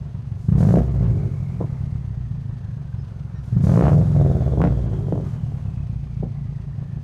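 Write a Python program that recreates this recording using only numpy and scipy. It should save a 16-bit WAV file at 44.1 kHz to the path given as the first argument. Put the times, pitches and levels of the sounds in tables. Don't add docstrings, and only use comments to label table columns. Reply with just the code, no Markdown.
import sys
import numpy as np
from scipy import signal
from scipy.fft import rfft, irfft
from scipy.io import wavfile
from scipy.ndimage import uniform_filter1d, minimum_filter1d

SR = 44100
rng = np.random.default_rng(int(sys.argv[2]) if len(sys.argv) > 2 else 0)


def int16_out(signal):
    q = np.round(np.clip(np.atleast_2d(signal).T, -1, 1) * 32767)
    wavfile.write(sys.argv[1], SR, q.astype(np.int16))


N = 310023
TIME = np.arange(N) / SR

IDLE_HZ, IDLE_LOPE = 22, .45
JITTER_S, BOOM_SCATTER_DB = .0005, 1.7
EVEN_SHARE, CROWDED_HZ, CROWDING_SPAN_HZ = 0.718, 90.8, 17
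SHARP_BELOW_HZ, SHARP_SPAN_HZ = 84.5, 3
# (header delay [ms], boom [dB],
# bark off throttle [dB], time of the reflection in the header [ms], its level [dB])
CYLINDERS = [(0.1, -0.5, 1.5, 18.3, -14), (-2.5, -2, -7, 10.3, -6), (-2.8, -4.5, -10, 10.6, -11),
             (-0.3, 1, 0.5, 18.3, -22)]


def exhaust(rate, turns):
    throttle, boom_db, bark_db, rasp_db, hiss_db = effort(rate)
    number = np.arange(int(turns[-1]))
    times = np.interp(number + .39, turns, TIME)
    lag_ms, own_boom_db, own_bark_db, header_ms, header_db = np.array(CYLINDERS)[number % len(CYLINDERS)].T
    time_chance, boom_chance, front_chance = rng.standard_normal((3, len(times)))

    def at(control):
        return np.interp(times, TIME, control)

    speed = at(rate)
    uncrowded = np.clip((CROWDED_HZ - speed) / CROWDING_SPAN_HZ, 0, 1)
    coasting = 1 - np.clip(EVEN_SHARE * at(throttle) * uncrowded, 0, 1)
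    share = np.sqrt(SR / speed)
    unsteady = IDLE_HZ / speed
    lope = coasting * np.clip(IDLE_LOPE / unsteady ** 2, 0, 1)
    fired = times + lope * lag_ms / 1000 + JITTER_S * time_chance * unsteady ** 2

    thud_db = at(boom_db) + lope * own_boom_db + BOOM_SCATTER_DB * boom_chance * np.sqrt(unsteady)
    thuds = boom(fired, share * undb(thud_db - 6.5), header_ms / 1000, header_db, coasting)
    rumble = noise(THUD_COLOUR) * undb(boom_db - 8 - .17 * rate)

    push_db = coasting * (own_bark_db - 0.5)
    front_db = at(bark_db) + push_db
    barks = bark(fired, share, front_db)
    sharp = at(throttle * np.clip((SHARP_BELOW_HZ - rate) / SHARP_SPAN_HZ, 0, 1))
    fronts = shocks(fired, front_db + 0.3 * push_db + SHOCK_SCATTER_DB * front_chance, sharp)

    body_db = bark_db - .45 * np.maximum(bark_db + 35, 0)
    ring = np.hypot(undb(at(body_db) + 0.4 * push_db - 6), at(overrun_growl()))
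    growl = tailpipe(clicks(fired, share * ring))

    puff = puffs(fired, undb(push_db))
    gas = roar(puff, body_db, throttle) + rasp(puff, rasp_db, throttle)
    return drone(thuds, rate) + rumble + growl + hollow(pipe(barks + fronts + gas)) + hiss(puff, hiss_db)


OPEN_S, CLOSE_S = 0.033, 0.03
RUSH_LAG_S, RUSH_FALL_DB_PER_S = .11, 25.5
SUCK_LEAD_S, SUCK_DB = 0.09, -67.5
CATCH_S, DIE_S, SURGE_S, OVERRUN_BOOM_DB = 0.047, 0.032, 0.27, 1
SPUTTER_EDGE_S = 0.016
# (firings per second [Hz], boom [dB], bark [dB], rasp [dB], hiss [dB])
COASTING = [(19.6, -25, -49, -56.5, -77.5), (29.5, -21, -52.5, -59, -79), (35.8, -19, -49.5, -54.5, -71),
            (46.7, -17.5, -42, -55.5, -68.5), (58, -16, -33, -51, -67.5), (89, -11.5, -33.5, -50.5, -63)]
# (firings per second [Hz], boom [dB], bark [dB], rasp [dB])
PULLING = [(22.4, -13, -49.5, -46), (33.8, -7, -25, -41), (53, -7, -22.5, -39.5), (59, -10, -21, -46),
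           (73.2, -7.5, -17, -35), (86.27, -9, -22, -47.5)]
# (opens [s], closes [s], extra boom [dB], extra bark [dB], extra rasp [dB],
# rush of gas [dB])
BLIPS = [(0.454, 0.786, 2, -6.5, 0.5, -53), (3.498, 4.007, 1, -1, 3.5, -51.5)]
# (start [s], end [s], bark [dB], its fall [dB/s],
# first surge of boom [dB], growl [dB])
OVERRUNS = [(0.942, 1.258, -32.5, 12, 5, -36.5), (4.129, 5.224, -21.5, 16.5, 1.5, -38)]
# (time [s], length [s], rasp [dB], hiss [dB])
SPUTTERS = [(0.54, 0.018, -34, -64), (0.609, 0.011, -37, -59), (0.883, 0.019, -49, -78),
            (0.955, 0.025, -53, -71), (1.036, 0.032, -44.5, -72), (1.187, 0.023, -49, -69),
            (4.854, 0.032, -53, -77), (5.236, 0.11, -50, -65.5)]


def effort(rate):
    boom_db, bark_db, rasp_db, hiss_db = at_speed(COASTING, rate)
    pull_boom, pull_bark, pull_rasp = at_speed(PULLING, rate)
    throttle = 0
    for opens, closes, extra_boom_db, extra_bark_db, extra_rasp_db, rush_db in BLIPS:
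        pedal = gate(opens, closes, OPEN_S, CLOSE_S)
        throttle = throttle + pedal
        boom_db = blend(boom_db, pull_boom + extra_boom_db, pedal)
        bark_db = blend(bark_db, pull_bark + extra_bark_db, pedal)
        rasp_db = blend(rasp_db, pull_rasp + extra_rasp_db, pedal)
        hiss_db = blend(hiss_db, SUCK_DB, gate(opens - SUCK_LEAD_S, closes, OPEN_S, CLOSE_S))
        rush = rush_db - RUSH_FALL_DB_PER_S * (TIME - opens - RUSH_LAG_S)
        hiss_db = blend(hiss_db, rush, gate(opens + RUSH_LAG_S, closes, OPEN_S, CLOSE_S))
    for start, end, burn_db, fall, surge_db, _ in OVERRUNS:
        burning = gate(start, end, CATCH_S, DIE_S)
        age = np.maximum(TIME - start - CATCH_S, 0)
        bark_db = blend(bark_db, burn_db - fall * age, burning)
        boom_db = boom_db + burning * (OVERRUN_BOOM_DB + surge_db * np.exp(-(age / SURGE_S) ** 2))
    for start, length, sputter_rasp_db, sputter_hiss_db in SPUTTERS:
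        sputter = gate(start, start + length, SPUTTER_EDGE_S, SPUTTER_EDGE_S)
        rasp_db = blend(rasp_db, sputter_rasp_db, sputter)
        hiss_db = blend(hiss_db, sputter_hiss_db, sputter)
    return throttle, boom_db, bark_db, rasp_db, hiss_db


def overrun_growl():
    return sum(gate(start, end + DIE_S, CATCH_S, DIE_S) * undb(growl_db)
               for start, end, *_, growl_db in OVERRUNS)


SILENCER_ECHO_S, SILENCER_RETURN = 0.02965, 0.34
# (frequency [Hz], level [dB])
THUD_COLOUR = [(20, -25), (40, -12), (62, -1.5), (82, -3.5), (103, 5), (120, 3), (142, 1.4), (175, -6),
               (200, -16), (225, -14), (260, -28), (400, -36.5), (900, -105.5), (5000, -125)]


def boom(times, sizes, header_s, header_db, coasting, trough_s=0.002):
    thud = response(THUD_COLOUR)
    start = times + trough_s - np.argmin(thud) / SR
    reflected = undb(header_db) * np.minimum(0.069 / np.gradient(times), 1) ** 2
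    direct = clicks(start, sizes * coasting)
    returned = clicks(start + header_s, reflected * sizes * coasting)
    round_part = through(direct - returned, thud)
    tight = response([(25, -55.5), (60, -2), (100, 1), (150, 3.5), (195, 2.5), (240, -14.5),
                      (400, -24.0), (900, -75.0), (5000, -125)])
    tight_start = times + trough_s - np.argmin(tight) / SR
    x = round_part + through(clicks(tight_start, sizes * (1 - coasting)), tight)
    return x + SILENCER_RETURN * delayed(x, SILENCER_ECHO_S)


def drone(x, rate, hz=147, width_hz=15, gain_db=7, from_hz=80, span_hz=5):
    ring = signal.lfilter(*signal.iirpeak(hz, hz / width_hz, fs=SR), x)
    return x + undb(gain_db) * np.clip((rate - from_hz) / span_hz, 0, 1) * ring


# (frequency [Hz], level [dB])
BARK_COLOUR = [(90, -21), (220, -8.5), (330, -2.5), (480, 6.5), (660, 10.5), (780, 2.5), (950, -7),
               (1400, -28.5), (2200, -41), (3500, -59.5), (9000, -90.5)]


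def bark(times, share, front_db):
    steep_db = np.clip(1.5 * (front_db + 31.0), -9, 0)
    return -through(clicks(times, share * undb(front_db + steep_db - 10.5)), response(BARK_COLOUR))


SHOCK_DB, SHOCK_FROM_DB, SHOCK_SCATTER_DB = 5, -31, 1.5


def shocks(times, front_db, sharp, sharp_db=2.5, swell_s=.0045, size=1024):
    db = front_db + SHOCK_DB + np.minimum(front_db - SHOCK_FROM_DB, 0)
    middle_s = TIME[size // 2]
    t = TIME[:size] - middle_s
    sharp_kind = (.00017, .0005, .15, sharp * undb(sharp_db))
    round_kind = (.0003, .0008, .7, 1 - sharp)
    out = 0
    for rise_s, swing_s, swell, strength in (sharp_kind, round_kind):
        swing = np.exp(-np.hypot(t, rise_s) / swing_s) + swell * np.exp(-(t / swell_s) ** 2)
        front = -np.tanh(t / rise_s) * swing
        out = out + through(clicks(times - middle_s, strength * undb(db)), front / front.max())
    return out


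# (frequency [Hz], width [Hz], relative level [dB])
TAILPIPE = [(222.8, 14, 5), (326.6, 9.8, 4), (372.5, 13, 9), (406, 26, 6), (433, 33, -4), (515, 71, -10),
            (640, 30, -5.5), (690, 20, -14)]


def tailpipe(x, size=8192):
    t = TIME[:size]
    ringing = 0
    for k, (hz, width, db) in enumerate(TAILPIPE):
        decay = width * np.exp(-np.pi * width * t)
        ringing = ringing + (-1) ** k * undb(db) * decay * np.sin(2 * np.pi * hz * t)
    colour = [(100, -28.5), (220, 2.5), (800, -16.5), (2000, -33.5), (6000, -60.5)]
    ringing = through(ringing, response(colour))
    return through(x, ringing / np.linalg.norm(ringing))


PUFF_RISE_S, PUFF_S = .001, .008


def puffs(times, sizes):
    t = TIME[:SR // 10]
    shape = np.exp(-t / PUFF_S) * np.tanh(t / PUFF_RISE_S) ** 2
    return unit(through(clicks(times, sizes), shape))


# (frequency [Hz], level [dB])
ROAR_COLOUR = [(150, -18), (260, 0), (390, 8.5), (520, 5.5), (680, -7), (900, -13.5), (1500, -17),
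               (4000, -49.5)]


def roar(puff, body_db, throttle):
    surge = unit(1.4 + puff)
    return noise(ROAR_COLOUR) * surge * undb(body_db - 11 + 2 * throttle)


# (frequency [Hz], level [dB])
RASP_COLOUR = [(150, -23.5), (400, 5.5), (700, 7), (1100, 2.5), (1700, -5), (2600, -13.5), (4000, -19),
               (8000, -45.5), (15000, -56)]


def rasp(puff, rasp_db, throttle):
    blast = unit(2.4 * (1 - .8 * throttle) + puff)
    return noise(RASP_COLOUR) * blast * undb(rasp_db + 1.6 * wander(27) + 1.5)


# (frequency [Hz], level [dB])
HISS_COLOUR = [(800, -14), (2500, -12), (4000, 0), (5200, 0.5), (6600, 1.5), (8000, -3), (10500, -6),
               (13000, -12), (15500, -16.5)]


def hiss(puff, hiss_db):
    stream = unit(4.5 + puff)
    slow_db = np.clip(0.44 * (hiss_db + 79.0), -9, 0)
    return noise(HISS_COLOUR) * stream * undb(hiss_db + .5 * wander(40) + 2.0 + slow_db)


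PIPE_ECHO_S, PIPE_RETURN = 0.013, 0.23


def pipe(x, count=4):
    return sum(PIPE_RETURN ** k * delayed(x, k * PIPE_ECHO_S) for k in range(count))


HOLLOW_HZ, HOLLOW_WIDTH_HZ, HOLLOW_SHARE = 264.4, 28, 0.26


def hollow(x):
    band = signal.lfilter(*signal.iirpeak(HOLLOW_HZ, HOLLOW_HZ / HOLLOW_WIDTH_HZ, fs=SR), x)
    return x - HOLLOW_SHARE * band


# (time [s], level [dB], extra snap near 1 kHz [dB], extra brightness above it [dB])
CRACKS = [(0.555, -17, 4, -11), (0.652, -9.5, 3, -9), (0.741, -4.5, -8, -18), (0.7718, 0, -19, -29),
          (1.606, -19.5, -2, -37), (1.612, -11, -4, -34), (1.617, -26, 10, -9), (1.627, -24, 12, -20),
          (1.643, -25, -13, -32), (3.692, -14, -5, -18), (3.775, -6.5, 7, -20), (3.824, -2.5, 3.5, -11),
          (3.868, -3.5, 5.5, -8), (4.575, -13, -5, -38.5), (4.605, -9, 4.5, -44), (4.6176, -5, 11, 1.5),
          (4.64, 1.5, -1.5, -6), (4.650, -7.5, -2, -4.5), (5.085, -19.5, -9, -35), (5.125, -7, -10.5, -18),
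          (5.156, -17, -8, -27), (5.178, -17.5, -1, -17), (5.201, -19.5, -11, -27), (5.522, -29, -14, -22),
          (6.228, -20.5, -18, -50), (6.233, -15.5, -14, -21), (6.258, -33, -9, -36), (6.268, -36, -10, -45),
          (6.526, -35, 0, -38), (6.827, -31.5, -7, -38), (6.974, -34, -8, -30)]


def cracks(thump_db=-6, flutter_db=-24, flutter_s=0.023, size=8192):
    out, t = np.zeros(N), TIME[:size]
    lead = size // 32
    thump = response([(50, -17.5), (120, -9.5), (170, 6), (230, -4), (320, -28), (1200, -63), (5000, -110)])
    thump = undb(thump_db) * thump / np.abs(thump).max()
    for s, db, snap_db, bright_db in CRACKS:
        colour = response([(60, -16.5), (200, 4.5), (450, 2.5), (720, -5), (1100, -14 + snap_db),
                           (2000, -18.5 + bright_db), (3500, -34.0 + bright_db), (12000, -53.5 + bright_db)])
        front = np.roll(irfft(np.abs(rfft(colour))), lead)
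        flutter = through(rng.standard_normal(size), colour) * np.exp(-t / flutter_s)
        after = undb(flutter_db) * flutter - thump
        crack = np.pad(after, (lead, 0))[:size] - front / front.max()
        start = int(s * SR) - lead
        out[start:start + size] += undb(db) * crack[:N - start]
    return pipe(out)


# (time [s], whistle pitch [Hz], level before the breath and line settings [dB])
TURBO = [(0, 1162, -69), (.6, 1510, -75), (1.0, 2080, -58), (1.3, 2250, -56), (1.65, 2190, -54.5),
         (2.0, 1990, -60), (2.3, 1850, -60), (2.65, 1670, -58), (3.0, 1520, -61), (3.45, 1330, -58),
         (4.05, 3800, -63), (4.3, 3620, -55.5), (4.6, 3380, -58), (5.3, 3100, -61), (5.7, 2620, -63),
         (6.0, 2380, -60.5), (6.5, 1990, -59), (7.03, 1690, -61)]


def turbo(turns, width_hz=150, breath_db=-10.5, line_db=-13, pure_hz=1700, blur_db_per_hz=.013,
          waver=.01, flutter_db=1.5, throb_db=4.5):
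    pitch = curve(TURBO)
    phase = 2 * np.pi * np.cumsum(pitch * (1 + waver * wander(60))) / SR
    breath = unit(wander(width_hz) * np.cos(phase) + wander(width_hz) * np.sin(phase))
    blur_db = blur_db_per_hz * np.maximum(pitch - pure_hz, 0)
    line = unit(np.sin(phase)) * undb(line_db - blur_db)
    throb = throb_db * np.cos(2 * np.pi * turns)
    level_db = curve(TURBO, axis=2) + throb + flutter_db * wander(21)
    return (undb(breath_db) * breath + line) * undb(level_db)


# (frequency [Hz], level [dB])
BAY_COLOUR = [(1180, -8), (2000, -2.5), (2190, -5), (2580, -3), (3580, -6.5), (4810, -8), (5190, -9.5),
              (5690, -13), (6240, -8), (7020, -18.5), (8600, -16), (10000, -22.5), (15000, -33.5)]


def engine_bay(turns):
    cycle = (turns - 2.7) / len(CYLINDERS)
    swell = np.exp(4 * (np.cos(2 * np.pi * cycle) - 1))
    swish = swell * noise([(2000, -14.5), (5000, 0.0), (9000, -8.5), (15000, -14)])
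    whirr = noise(BAY_COLOUR) * undb(-66.0 + 2.0 * wander(38))
    sing = noise([(4000, -31.0), (6000, -11.5), (6300, 6.5), (6600, -16.0), (9000, -50.5)])
    return whirr + undb(-75.5) * swish + undb(-95.0) * sing


# (time [s], length [s], pitch [Hz], level [dB])
SQUEAKS = [(2.965, 0.073, 5211, -65), (3.337, 0.062, 1825, -57.5), (3.335, 0.067, 3880, -67.5),
           (3.335, .075, 5650, -67.5)]


def squeaks(waver=0.0062):
    out = 0
    for s, length, hz, db in SQUEAKS:
        swell = np.sin(np.pi * np.clip((TIME - s) / length, 0, 1))
        phase = 2 * np.pi * np.cumsum(hz * (1 + waver * wander(80))) / SR
        out = out + undb(db) * swell * np.sin(phase)
    return out


# (delay [s], level [dB])
ECHOES = [(0.017, -17.5), (.034, -12.5)]


def yard(x, tail_db=-20, t60=0.35):
    t = TIME[:SR // 2]
    tail = rng.standard_normal(len(t)) * np.exp(-np.log(1000) * t / t60) * (t > .02)
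    reflections = sum(undb(db) * delayed(x, s) for s, db in ECHOES)
    return x + reflections + undb(tail_db) * through(x, tail / np.linalg.norm(tail))


def undb(db):
    return 10 ** (np.asarray(db) / 20)


def curve(table, axis=1):
    rows = np.asarray(table)
    return np.interp(TIME, rows[:, 0], rows[:, axis])


def at_speed(table, rate):
    hz, *columns = np.transpose(table)
    return np.array([np.interp(rate, hz, db) for db in columns])


def gate(start, end, attack_s, release_s):
    return np.clip((TIME - start) / attack_s, 0, 1) * np.clip(1 - (TIME - end) / release_s, 0, 1)


def blend(old, new, amount):
    return old + amount * (new - old)


def unit(x):
    return x / np.sqrt(np.mean(x ** 2))


def through(x, response):
    return signal.fftconvolve(x, response)[:len(x)]


def response(colour, size=8192):
    hz, db = np.transpose(colour)
    bins = np.maximum(np.fft.rfftfreq(size, 1 / SR), 1)
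    cepstrum = irfft(np.log(undb(np.interp(np.log(bins), np.log(hz), db))))
    cepstrum[1:size // 2] *= 2
    cepstrum[size // 2 + 1:] = 0
    h = irfft(np.exp(rfft(cepstrum)))
    return h / np.linalg.norm(h)


def noise(colour):
    return through(rng.standard_normal(N), response(colour))


def wander(hz):
    low = signal.butter(2, hz, fs=SR, output="sos")
    return unit(signal.sosfilt(low, rng.standard_normal(N)))


def clicks(times, sizes):
    return np.bincount(np.clip(np.round(times * SR).astype(int), 0, N - 1), sizes, N)


def delayed(x, seconds):
    return np.interp(TIME - seconds, TIME, x, left=0)


# (time [s], firings per second [Hz])
SPEED = [(0.0, 22.61), (0.481, 24.07), (0.788, 68.32), (1.05, 55.96), (1.38, 44.8), (1.72, 36.51),
         (2.423, 27.05), (2.918, 22.83), (3.506, 21.81), (3.631, 28.88), (3.909, 82.12), (4.028, 88.78),
         (4.484, 69.33), (5.171, 45.59), (5.446, 38.1), (5.964, 29.87), (6.269, 27.97), (7.03, 26.74)]


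def scene():
    rate = curve(SPEED)
    turns = np.cumsum(rate) / SR
    engine = exhaust(rate, turns) + cracks() + turbo(turns)
    return yard(engine + engine_bay(turns) + squeaks())[None]


CEILING, TOP_HZ = .53, 15000


def record(dry, hold_s=0.012):
    dry = signal.sosfilt(signal.butter(1, 12, "high", fs=SR, output="sos"), dry)
    hold = max(int(hold_s * SR), 1)
    needed = CEILING / np.maximum(np.abs(dry), CEILING)
    gain = uniform_filter1d(minimum_filter1d(needed, hold), hold)
    return signal.sosfilt(signal.ellip(8, .2, 70, TOP_HZ, fs=SR, output="sos"), dry * gain)


dry = scene()
out = record(dry)
int16_out(out)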